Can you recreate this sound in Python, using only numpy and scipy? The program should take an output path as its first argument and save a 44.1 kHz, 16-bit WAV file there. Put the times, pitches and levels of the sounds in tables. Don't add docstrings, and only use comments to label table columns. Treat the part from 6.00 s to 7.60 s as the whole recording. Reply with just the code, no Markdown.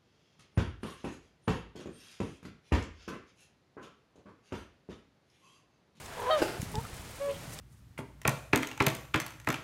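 import sys
import numpy as np
from scipy import signal
from scipy.fft import rfft, irfft
from scipy.io import wavfile

SR = 44100
rng = np.random.default_rng(int(sys.argv[2]) if len(sys.argv) > 2 else 0)


def log_audio(samples):
    frames = np.atleast_2d(samples).T
    limited = np.clip(frames, -1, 1)
    pcm = np.round(limited * 32767).astype(np.int16)
    wavfile.write(sys.argv[1], SR, pcm)


N = 70560
T = np.arange(N) / SR

JITTER, ROUGH_JITTER, JITTER_HZ, SMEAR_HZ = .0016, .0344, 164, 119
BRIGHTEN_S, DULLEST_DB, LOW_CUT_HZ = .0063, -7.5, 293


def syrinx(curve, tone_db, dulling, second=None, coupling=0, muffle_db=0):
    times, hz, db, rough = np.transpose(curve)
    rough = np.clip(np.interp(T, times, rough), 0, 1)
    pitch = np.interp(T, times, hz) * (1 + (JITTER + ROUGH_JITTER * rough ** 2) * wander(JITTER_HZ))
    phase = 2 * np.pi * np.cumsum(pitch) / SR
    out = np.zeros(N)
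    if second is not None:
        times2, hz2, db2 = np.transpose(second)
        phase2 = 2 * np.pi * np.cumsum(np.interp(T, times2, hz2)) / SR
        out = np.sqrt(2) * level(times2, db2) * np.sin(phase2)
    bend = coupling * out
    envelope = level(times, db)
    now_db = np.interp(T, times, db)
    effort_db = np.minimum(now_db, .5 * (now_db + np.interp(T - BRIGHTEN_S, times, db)))
    tilt_db = dulling * np.maximum(effort_db - db.max(), DULLEST_DB)
    for k, gain in enumerate(amp(tone_db) / np.linalg.norm(amp(tone_db)), 1):
        angle = k * phase + bend + 2 * np.pi * rng.random()
        hoarse = np.minimum(rough * k ** .4, 1)
        clean = np.sqrt(2 * (1 - hoarse ** 2)) * np.sin(angle)
        smear = wander(SMEAR_HZ) * np.cos(angle) + wander(SMEAR_HZ) * np.sin(angle)
        colour = amp(tilt_db * np.log2(k) + muffle_db * max(np.log2(k / 1.55), 0))
        out += gain * envelope * colour * (clean + hoarse * smear)
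    return signal.sosfilt(signal.butter(4, LOW_CUT_HZ, "high", fs=SR, output="sos"), out)


def closing_bill(start_s, db_per_s):
    return -db_per_s * np.maximum(T - start_s, 0)


# t/s, f/Hz, level/dB, roughness/0-1
LEAD_IN = [(.16, 478, -44, 0.55), (.172, 490, -41, 0.52), (.2, 474.7, -38.5, 0.52),
           (.22, 477.7, -39.5, 0.83), (.262, 502.8, -35.5, 0.52), (.273, 488, -30, 0.21),
           (.298, 523, -27.5, 0.23), (.308, 550, -40, 0.4), (.32, 524, -53, 0.3)]
LEAD_IN_TONE = [-2.5, 2, -24, -26, -39, -27.5, -39]
# t/s, f/Hz, level/dB
LEAD_IN_SECOND = [(.18, 402.5, -56), (.205, 419, -45), (.23, 407, -47), (.26, 407, -46)]


def lead_in():
    return syrinx(LEAD_IN, LEAD_IN_TONE, dulling=.2, second=LEAD_IN_SECOND, coupling=10)


# t/s, f/Hz, level/dB, roughness/0-1
HONK = [(.296, 600, -33.5, 0.59), (.306, 619.7, -24.5, 0.39), (.315, 632.3, -24, 0.25),
        (.334, 628.7, -24, .1), (.352, 617.6, -26, 0.079), (.37, 595.5, -27.5, 0.13),
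        (.382, 577, -31.5, .25), (.398, 532.5, -35.5, 0.18), (.415, 516, -35.5, .3)]
HONK_TONE = [1, -2.5, -15.5, -57, -11.5, -14.5, -19, -44]
# t/s, f/Hz, level/dB
HONK_SECOND = [(.292, 749.4, -40), (.31, 760, -30), (.33, 753, -42.5), (.36, 735, -86)]


def honk():
    bill = closing_bill(start_s=.352, db_per_s=260)
    return syrinx(HONK, HONK_TONE, dulling=.56, second=HONK_SECOND, coupling=1.3, muffle_db=bill)


# t/s, f/Hz, level/dB, roughness/0-1
LOW_HONK = [(.733, 488, -71, 0.29), (.744, 440, -37, 0.58), (.753, 420.4, -38.5, 0.15),
            (.768, 424, -37.5, 0.091), (.785, 447, -36, 0.27), (.8, 467, -44, 0.57), (.83, 476, -59, 0.46)]
LOW_HONK_TONE = [-0.5, 2, -18, -21, -39]


def low_honk():
    return syrinx(LOW_HONK, LOW_HONK_TONE, dulling=.2)


# t/s, f/Hz, level/dB, roughness/0-1
HOOT = [(1.197, 552.4, -47.5, 0.067), (1.215, 556.4, -33, 0.063), (1.245, 567.6, -34, 0.045),
        (1.275, 564.5, -32, 0.042), (1.298, 559, -30.5, 0.11), (1.33, 558, -37, 0.18),
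        (1.35, 553, -56, 0.18)]
HOOT_TONE = [2, -12, -18, -19, -27, -25]
# t/s, f/Hz, level/dB
HOOT_SECOND = [(1.262, 452, -60), (1.288, 448, -42.5), (1.315, 450, -45.5), (1.35, 448, -68)]


def hoot():
    bill = closing_bill(start_s=1.265, db_per_s=400)
    return syrinx(HOOT, HOOT_TONE, dulling=.31, second=HOOT_SECOND, coupling=26, muffle_db=bill)


# t/s, level/dB
BREATH = [(.08, -50.5), (.18, -46.5), (.26, -42.5), (.31, -39.5), (.355, -39), (.392, -36.5), (.41, -40.5),
          (.43, -73)]
# f/Hz, width/Hz, level/dB
BREATH_THROAT = [(433, 200, -7.5), (667, 270, -2.5), (1140, 430, -7.5), (1640, 245, -5), (2380, 890, -14),
                 (3500, 850, -15.5), (7200, 1900, -35)]
# t/s, level/dB
RASP = [(.41, -47), (.425, -28), (.448, -36.5), (.467, -36.5), (.497, -36), (.555, -41.5), (.58, -46),
        (.61, -55)]
# f/Hz, width/Hz, level/dB
RASP_RESONANCES = [(358, 68, 3.5), (637, 190, -1.5), (863, 54, -0.5), (1044, 27, -9), (1463, 225, -6),
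                   (2090, 145, -10.5), (2630, 550, -14.5), (5000, 700, -16.5), (7150, 7200, -27.5)]


def rasp(curve, resonances, pulses_per_s=330, air=.7):
    cycles = np.cumsum(pulses_per_s * np.exp(.45 * wander(200))) / SR
    pulses = np.diff(np.floor(cycles), prepend=0) * rng.uniform(.44, 1, N)
    drive = unit(pulses) + air * rng.standard_normal(N)
    ring = sum((-1) ** k * amp(db) * signal.lfilter(*signal.iirpeak(hz, hz / width, SR), drive)
               for k, (hz, width, db) in enumerate(resonances))
    return unit(ring) * level(*np.transpose(curve))


def shore_echo(calls, send_db=-22, t60_s=.9, rise_s=.048):
    t = T[:SR // 2]
    tail = rng.standard_normal(len(t)) * amp(-60 * t / t60_s) * np.minimum(t / rise_s, 1)
    return amp(send_db) * signal.fftconvolve(calls, tail / np.linalg.norm(tail))[:N]


# t/s, level/dB
KNOCKS = [(.4189, -15), (0.4254, -17), (0.4475, -26)]
# f/Hz, level/dB, t60/s
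BODY_MODES = [(347, -1, 0.027), (457, -2, 0.02), (583, -13.5, 0.039), (1594, -12.5, 0.043),
              (2718, -18.5, 0.072), (4880, -20, 0.022)]
# t/s, level/dB
SNAPS = [(.7551, -23), (1.589, -27.5)]
# f/Hz, level/dB, t60/s
CASE_MODES = [(3700, -5.5, 0.0075), (4620, -9, 0.0042), (5100, -2, 0.0037), (7600, -5.5, 0.005),
              (8900, -16, 0.0067), (14800, -15, 0.0036)]


def camera_hits(hits, modes, rise_s):
    out = np.zeros(N)
    for start, db in hits:
        t = np.maximum(T - start, 0)
        ring = sum(amp(mode_db - 60 * t / t60) * np.cos(2 * np.pi * hz * t) for hz, mode_db, t60 in modes)
        out += amp(db) * ring * (1 - np.exp(-t / rise_s))
    return out


# t/s, f/Hz, width/octaves, level/dB, decay/s
TICKS = [(.059, 6900, 0.25, -44, .002), (0.6174, 6300, 0.17, -37.5, 0.0012),
         (0.6173, 10100, .13, -36, 0.0011), (0.6186, 2300, .5, -39.5, 0.0012),
         (0.851, 1280, 0.09, -38, 0.0044)]
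# t/s, f/Hz, width/octaves, level/dB, half length/s
SWISHES = [(0.392, 3900, 0.92, -44.5, 0.014), (0.435, 6000, 0.62, -46.5, 0.019),
           (0.631, 6100, 1, -48.5, 0.018), (1.304, 2680, .4, -49, 0.013), (1.354, 3200, 0.16, -53.5, 0.016),
           (1.537, 7440, 0.61, -47, 0.011)]


def ticks_and_swishes():
    out = np.zeros(N)
    for start, hz, octaves, db, decay in TICKS:
        t = np.maximum(T - start, 0)
        out += amp(db) * band(hz, octaves) * 2 * (np.exp(-t / decay) - np.exp(-5 * t / decay))
    for middle, hz, octaves, db, half in SWISHES:
        out += amp(db) * band(hz, octaves) * np.exp(-.5 * ((T - middle) / half) ** 2)
    return out


# f/Hz, relative level/dB
RUMBLE = [(20, -25), (45, -9), (85, -0.5), (150, -4), (230, -9), (400, -30), (1500, -61)]
# t/s, level/dB
GUSTS = [(0, -65), (.35, -62), (0.426, -47), (.5, -52), (.58, -53), (.64, -47), (.68, -51.5), (.75, -39.5),
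         (.81, -43), (.88, -51.5), (.94, -53), (1.07, -53), (1.24, -63), (1.35, -46), (1.44, -52.5),
         (1.53, -51), (1.6, -54)]
# t/s, f/Hz, level/dB, width/s
BUMPS = [(.412, 302, -35, 0.0072), (.424, 154, -45, 0.0054), (0.601, 110, -28, 0.0035),
         (0.631, 163, -23.5, 0.0015), (0.7837, 120, -21.5, 0.0016), (0.934, 86, -39, 0.0041),
         (1.002, 79, -37.5, 0.0051), (1.4825, 137, -35, 0.0036)]


def wind():
    out = coloured(RUMBLE) * level(*np.transpose(GUSTS))
    for middle, hz, db, width in BUMPS:
        t = T - middle
        out += amp(db) * np.sin(2 * np.pi * hz * t) * np.exp(1 - np.hypot(1, t / width))
    return out


# f/Hz, relative level/dB
WASH = [(120, 7), (200, -2.5), (232, -2), (328, -4.5), (465, -3.5), (1480, -9), (1710, -9.5), (1910, -9),
        (3310, -14), (9060, -18), (16000, -28.5)]


def lake(level_db=-47, flutter_db=.49, flutter_hz=30.2):
    return amp(level_db + flutter_db * wander(flutter_hz)) * coloured(WASH)


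def spray(drops_per_s=130, decay_s=.0025, level_db=-61):
    drops = (rng.random(N) < drops_per_s / SR) * rng.uniform(.64, 1, N)
    bursts = signal.lfilter([1], [1, -np.exp(-1 / (decay_s * SR))], drops)
    return amp(level_db) * unit(bursts * band(hz=9200, octaves=.53))


def amp(db):
    return 10 ** (np.asarray(db) / 20)


def unit(x):
    return x / np.sqrt(np.mean(abs(x) ** 2) + 1e-20)


def level(times, db):
    gate = np.interp(T, [times[0] - .005, times[0], times[-1], times[-1] + .005], [0, 1, 1, 0])
    return amp(np.interp(T, times, db)) * gate


def noise(shape):
    hz = np.fft.rfftfreq(N, 1 / SR) + 1
    return unit(irfft(rfft(rng.standard_normal(N)) * shape(hz), N))


def coloured(points):
    hz, db = np.transpose(points)
    return noise(lambda f: amp(np.interp(np.log(f), np.log(hz), db)) * f / (f + hz[0] / 2))


def band(hz, octaves):
    return noise(lambda f: np.exp(-.5 * (np.log2(f / hz) / octaves) ** 2))


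def wander(hz):
    return noise(lambda f: 1 / (1 + (f / hz) ** 2))


def scene():
    swans = lead_in() + honk() + rasp(BREATH, BREATH_THROAT) + rasp(RASP, RASP_RESONANCES)
    swans += hoot() + low_honk()
    handling = camera_hits(KNOCKS, BODY_MODES, rise_s=.00085) + camera_hits(SNAPS, CASE_MODES, rise_s=.0001)
    return (swans + shore_echo(swans) + handling + ticks_and_swishes() + wind() + lake() + spray())[None]


def record(dry):
    high_cut = signal.firwin(511, 16100, window=("kaiser", 9), fs=SR)
    return signal.oaconvolve(dry, high_cut[None], "same")


dry = scene()
out = record(dry)
log_audio(out)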